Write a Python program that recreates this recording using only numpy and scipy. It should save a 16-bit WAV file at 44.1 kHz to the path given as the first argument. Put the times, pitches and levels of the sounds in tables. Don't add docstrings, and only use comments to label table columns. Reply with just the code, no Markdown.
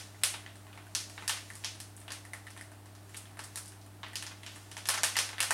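import sys
import numpy as np
from scipy import signal
from scipy.fft import rfft, irfft
from scipy.io import wavfile
from scipy.ndimage import uniform_filter1d

SR = 44100
rng = np.random.default_rng(int(sys.argv[2]) if len(sys.argv) > 2 else 0)


def ratio(d):
    e = np.asarray(d, float) / 20
    return 10 ** e


def master_out(mix):
    frames = np.transpose(np.atleast_2d(mix))
    ceiling = np.clip(frames, -1, 1)
    pcm = np.round(ceiling * 32767).astype(np.int16)
    wavfile.write(sys.argv[1], SR, pcm)


N = 243873
LEAD = 4410
SPOTS = 5
CRACK_KNOCK_HZ = 1750
RIM_HZ = 1910


def unit(x):
    return x / np.sqrt(np.sum(x ** 2))


def ring(hz, width_hz, size):
    t = np.arange(size) / SR
    return t ** 2 * np.exp(-1.3 * np.pi * width_hz * t) * np.sin(2 * np.pi * hz * t)


def band(x, lo_hz, hi_hz):
    edges = [lo_hz, min(hi_hz, .45 * SR)]
    return signal.sosfilt(signal.butter(2, edges, "bandpass", fs=SR, output="sos"), x)


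def walk(rate):
    k = int(SR / rate)
    held = np.repeat(rng.standard_normal(N // k + 1), k)
    return uniform_filter1d(uniform_filter1d(held, k), k)[:N]


# t/s, sparkle level/dB, crunch level/dB, body level/dB, knock level/dB
CRACKS = [(-.03, -27, -31.5, -36, -38), (0.2344, -10, -21.5, -21.5, -52), (0.949, -19.5, -21.5, -34, -37),
          (1.2777, -17, -24.5, -44, -35.5), (1.294, -20, -27, -23.5, -29.5),
          (1.6447, -28.5, -26, -31.5, -40.5), (1.801, -29.5, -38.5, -47, -48.5),
          (2.104, -39, -40.5, -35.5, -40.5), (2.1189, -28, -35.5, -52, -44),
          (3.3909, -31.5, -40.5, -42, -37), (3.5569, -24, -36.5, -52, -43.5), (4.155, -25.5, -28, -33, -46),
          (4.2238, -29.5, -42, -35.5, -42), (4.463, -39.5, -39, -36, -49), (4.7141, -36, -42.5, -43, -47),
          (4.7666, -37, -37, -38, -40), (4.8547, -34, -34, -37, -41.5), (4.8867, -13.5, -21.5, -38, -25),
          (5.0325, -15, -20, -23.5, -24.5), (5.1663, -18, -21.5, -26.5, -27),
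          (5.1875, -16.5, -21, -27, -28.5), (5.403, -14.5, -24.5, -22, -28.5),
          (5.4268, -19, -27.5, -29, -31), (5.5064, -15, -24.5, -59, -22.5)]


def cracks():
    return [(*row, CRACK_KNOCK_HZ, True) for row in CRACKS]


# t/s, sparkle level/dB, crunch level/dB, knock level/dB
CREASES = [(0.555, -45, -54, -56), (0.593, -52, -69, -67), (0.7534, -51, -66, -60),
           (1.005, -35, -40, -49.5), (1.097, -39, -46.5, -54), (1.3697, -47, -41, -43.5),
           (1.5344, -42, -51, -61), (1.553, -32, -45.5, -55), (1.7507, -43, -60, -51.5),
           (1.9649, -36.5, -65, -72), (1.9752, -47, -61, -56), (2.0006, -39.5, -60, -71),
           (2.0142, -45, -56, -55.5), (2.5032, -39.5, -47, -54), (2.8572, -48, -53, -55.5),
           (2.95, -47, -51, -57), (3.0926, -45, -64, -57), (3.6572, -37.5, -48.5, -65),
           (3.6785, -35, -49, -67), (3.7191, -46, -55, -54), (3.8134, -51, -52.5, -68),
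           (3.8619, -46, -66, -57.5), (4.083, -47, -57, -61), (4.2648, -39, -35.5, -45),
           (4.8713, -27, -47, -48), (5.0436, -16.5, -53, -54), (5.2895, -36, -39, -39)]


def creases():
    return [(s, sparkle, crunch, knock, knock, CRACK_KNOCK_HZ, True) for s, sparkle, crunch, knock in CREASES]


def tap_crunch(sparkle_db, body_db):
    return max(sparkle_db - 11.5, body_db - 13)


# t/s, sparkle level/dB, body level/dB, knock level/dB
RIM_TAPS = [(0.1444, -72, -62, -53.5), (0.4613, -54, -42, -43), (1.1954, -61, -65, -54),
            (1.5015, -37.5, -70, -40.5), (1.638, -45, -36, -49), (2.25, -41, -56, -47.5),
            (2.3331, -32, -51, -36), (2.4675, -42.5, -46, -43), (2.574, -38.5, -46.5, -52),
            (2.5913, -53, -68, -50), (2.61, -36.5, -57, -43), (4.0644, -53, -44, -43),
            (4.1317, -41, -49, -46), (4.2679, -43, -54, -48), (4.4318, -42, -42.5, -48),
            (5.1544, -43, -34, -33), (5.381, -38, -32, -40.5)]


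def rim_taps():
    return [(s, sparkle, tap_crunch(sparkle, body), body, knock, RIM_HZ, True)
            for s, sparkle, body, knock in RIM_TAPS]


# t/s, sparkle level/dB, body level/dB, knock level/dB, knock f/Hz
BOWL_TAPS = [(0.215, -49, -55, -57, 2330), (0.3393, -46, -34.5, -38, 2420), (0.6666, -54, -56, -49.5, 1110),
             (0.728, -55, -48, -52, 2320), (0.7744, -46, -48, -44.5, 2150), (0.8671, -51, -62, -52.5, 1590),
             (1.1773, -66, -39.5, -38, 1720), (1.2227, -44, -50, -43.5, 1090),
             (2.0791, -42, -39.5, -43, 1050), (2.5634, -45, -53, -47, 1010),
             (2.7164, -45.5, -60, -52.5, 810), (3.144, -39, -42.5, -46, 2160),
             (3.2546, -53, -47.5, -55, 807), (3.3108, -51, -70, -58, 810), (3.3702, -45, -66, -47, 820),
             (4.031, -64, -35, -39, 1170), (4.777, -33.5, -43, -50, 810), (5.33, -57, -42, -41, 820),
             (5.3918, -41, -52, -38, 2150)]


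def bowl_taps():
    return [(s, sparkle, tap_crunch(sparkle, body), body, knock, hz, True)
            for s, sparkle, body, knock, hz in BOWL_TAPS]


# t/s, sparkle level/dB, crunch level/dB, body level/dB, knock level/dB
CRUSHES = [
    (3.165, -28, -43.5, -48, -65),
    (3.4356, -32, -43, -61, -54),
    (3.5705, -27, -39, -50, -43.5),
    (4.3094, -55, -66, -47, -46),
    (4.556, -38.5, -57, -53, -48),
    (4.8997, -19.5, -39, -27.5, -44),
    (4.9376, -26, -29, -32.5, -33.5),
    (4.9734, -34, -31, -39, -32),
]


def crushes():
    knock_hz = 1475
    return [(*row, knock_hz, False) for row in CRUSHES]


# f/Hz, width/Hz, trim level/dB
LAYERS = [
    (9230, 3970, 9),
    (5210, 4200, 16.5),
    (2990, 2370, 16),
]
FAINT_DB, FAINT_WIDTH = -32, 0.89
KNOCK_DB, KNOCK_WET_DB = 17.5, -8
RIM_REACH_HZ, RIM_DB = 148, 6


def resonances(sparkle_db, crunch_db, body_db, knock_db, knock_hz):
    parts = [(13800, 4600, sparkle_db - 22, 0)]
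    for db, (hz, width_hz, trim_db) in zip((sparkle_db, crunch_db, body_db), LAYERS):
        parts.append((hz, width_hz, db + trim_db, 0))
    if sparkle_db < FAINT_DB:
        hz, width_hz, db, wet_db = parts[1]
        parts[1] = (hz, width_hz * FAINT_WIDTH, db, wet_db)

    clean_db = RIM_DB * (np.exp(-((knock_hz - RIM_HZ) / RIM_REACH_HZ) ** 2) - .5)
    thud_db = max(knock_db - clean_db, body_db - 7.5)
    parts.append((knock_hz, 440, knock_db + KNOCK_DB + clean_db, KNOCK_WET_DB))
    parts.append((1446, 2300, thud_db + KNOCK_DB - 0.5, 0))
    parts.append((1016, 470, knock_db - clean_db + KNOCK_DB - 10.5, KNOCK_WET_DB))
    return parts


def snaps():
    splinter_s, splinter_db, crush_s, onset_s = .0013, -10, 0.0035, .001
    size = 1024
    facing, around = np.zeros((2, SPOTS, LEAD + N + 4 * size))
    t = np.arange(size) / SR
    sharp = ratio(splinter_db) * np.exp(-t / splinter_s)
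    soft = t * np.exp(-t / crush_s)
    contacts = cracks() + creases() + rim_taps() + bowl_taps() + crushes()
    for n, (s, *levels_and_knock_hz, breaks) in enumerate(contacts):
        splinters = rng.standard_normal((7, size)) * (rng.random(size) < .3)
        force = (sharp if breaks else soft) * splinters
        force[:, 0] = breaks
        at = LEAD + int((s + onset_s) * SR)
        for k, (hz, width_hz, db, wet_db) in enumerate(resonances(*levels_and_knock_hz)):
            smooth = unit(ring(hz, width_hz, size // 2))
            rough = unit(signal.fftconvolve(force[k], smooth))
            facing[n % SPOTS, at:at + len(rough)] += ratio(db) * rough
            around[(n + k) % SPOTS, at:at + len(smooth)] += ratio(db + wet_db) * smooth
    return facing[:, :LEAD + N], around[:, :LEAD + N]


# t/s, level/dB
RUSTLE = [(0.0, -46.5), (0.4, -49), (0.8, -54), (1.17, -42), (1.661, -43.5), (1.92, -66), (2.5, -51),
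          (2.86, -69), (3.16, -41.5), (3.3, -58), (3.57, -44), (3.901, -74), (4.21, -61), (4.53, -40.5),
          (5.011, -55), (5.07, -31), (5.22, -36), (5.53, -63)]


def rustle():
    ticks_per_s, trim_db, spread_db = 1200, -20.5, -2.5
    struck = rng.random(N) < ticks_per_s / SR
    ticks = struck * rng.choice([-1, 1], N) * ratio(spread_db * rng.standard_normal(N))
    ticks = band(band(ticks, 510, 11400), 530, 11200)
    s, db = np.transpose(RUSTLE)
    ticks *= ratio(np.interp(np.arange(N) / SR, s, db) + trim_db) / ticks.std()
    return np.r_[np.zeros(LEAD), ticks]


# t/s, level/dB
ECHOES = [
    (.0045, -5.5),
    (.0078, -19.5),
    (0.0127, -8.5),
    (0.0133, -25),
    (.023, -23),
]


def echoes():
    early = np.zeros(2048)
    early[0] = 1
    for s, db in ECHOES:
        panel = .22 * rng.standard_normal(40) * np.exp(-np.arange(40) / 15)
        smear = unit(np.r_[1, panel])
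        at = int(s * SR)
        early[at:at + len(smear)] += ratio(db) * smear
    return early


# f/Hz, t/s
ROOM_T60 = [(300, 0.76), (790, 0.32), (2090, 0.39), (5510, 0.37), (14600, 0.3)]


def tail():
    room_db, rise_s = 1.5, 0.0007
    t = np.arange(SR) / SR
    hz, t60 = np.transpose(ROOM_T60)
    out = 0
    for centre in 250 * 2. ** np.arange(0, 6.6, .5):
        fade = ratio(-60 * t / np.interp(np.log(centre), np.log(hz), t60))
        out = out + fade * band(rng.standard_normal(SR), centre * 2 ** -.25, centre * 2 ** .25)
    rise = 1 - np.exp(-(t / rise_s) ** 2)
    return ratio(room_db) * unit(out * rise)


# f/Hz, level/dB, wobble level/dB
HUM = [(59.8, -72, .6), (100.1, -53.3, .4), (120, -76, 1), (160, -76, 1), (198, -72, .7), (300, -65.5, .4)]


def fridge():
    t = np.arange(N) / SR
    hum = 0
    for hz, db, wobble_db in HUM:
        level = np.sqrt(2) * ratio(db + wobble_db * walk(4.9))
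        hum = hum + level * np.sin(2 * np.pi * (hz * t + rng.random()))
    return hum


# f/Hz, level/dB per Hz
RUMBLE = [(20, -29), (35, -19), (50, -25), (80, -11), (115, -14)]
# f/Hz, level/dB per Hz
HISS = [(76, -31), (130, -8.5), (187, -5), (377, -5.5), (552, -14.5), (598, -6), (648, -5.5), (876, -9),
        (931, -11), (1840, -15.5), (2210, -18.5), (5130, -23), (6930, -25.5), (8650, -20.5), (15800, -29)]


def hiss():
    hiss_db = -57.5
    hz, db = np.transpose(list(RUMBLE) + list(HISS))
    shape = ratio(np.interp(np.log(np.fft.rfftfreq(N, 1 / SR) + 1), np.log(hz), db))
    air = irfft(rfft(rng.standard_normal(N)) * shape, N)
    return air * ratio(hiss_db + 0.2 * walk(5.9)) / air.std()


def scene():
    facing, around = snaps()
    foil = rustle()
    facing[0] += foil
    around[0] += foil
    near = 0
    for front, sides in zip(facing, around):
        near = near + signal.fftconvolve(front, echoes())[LEAD:LEAD + N]
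        near = near + signal.fftconvolve(sides, tail())[LEAD:LEAD + N]
    near = signal.sosfilt(signal.butter(3, 600, "highpass", fs=SR, output="sos"), near)
    return (near + fridge() + hiss())[None]


def band_limit(x):
    return signal.sosfilt(signal.butter(12, 16630, fs=SR, output="sos"), x)


def record(dry):
    mix = signal.sosfilt(signal.ellip(8, .3, 45, 15900, fs=SR, output="sos"), dry)
    return band_limit(mix)


dry = scene()
out = record(dry)
master_out(out)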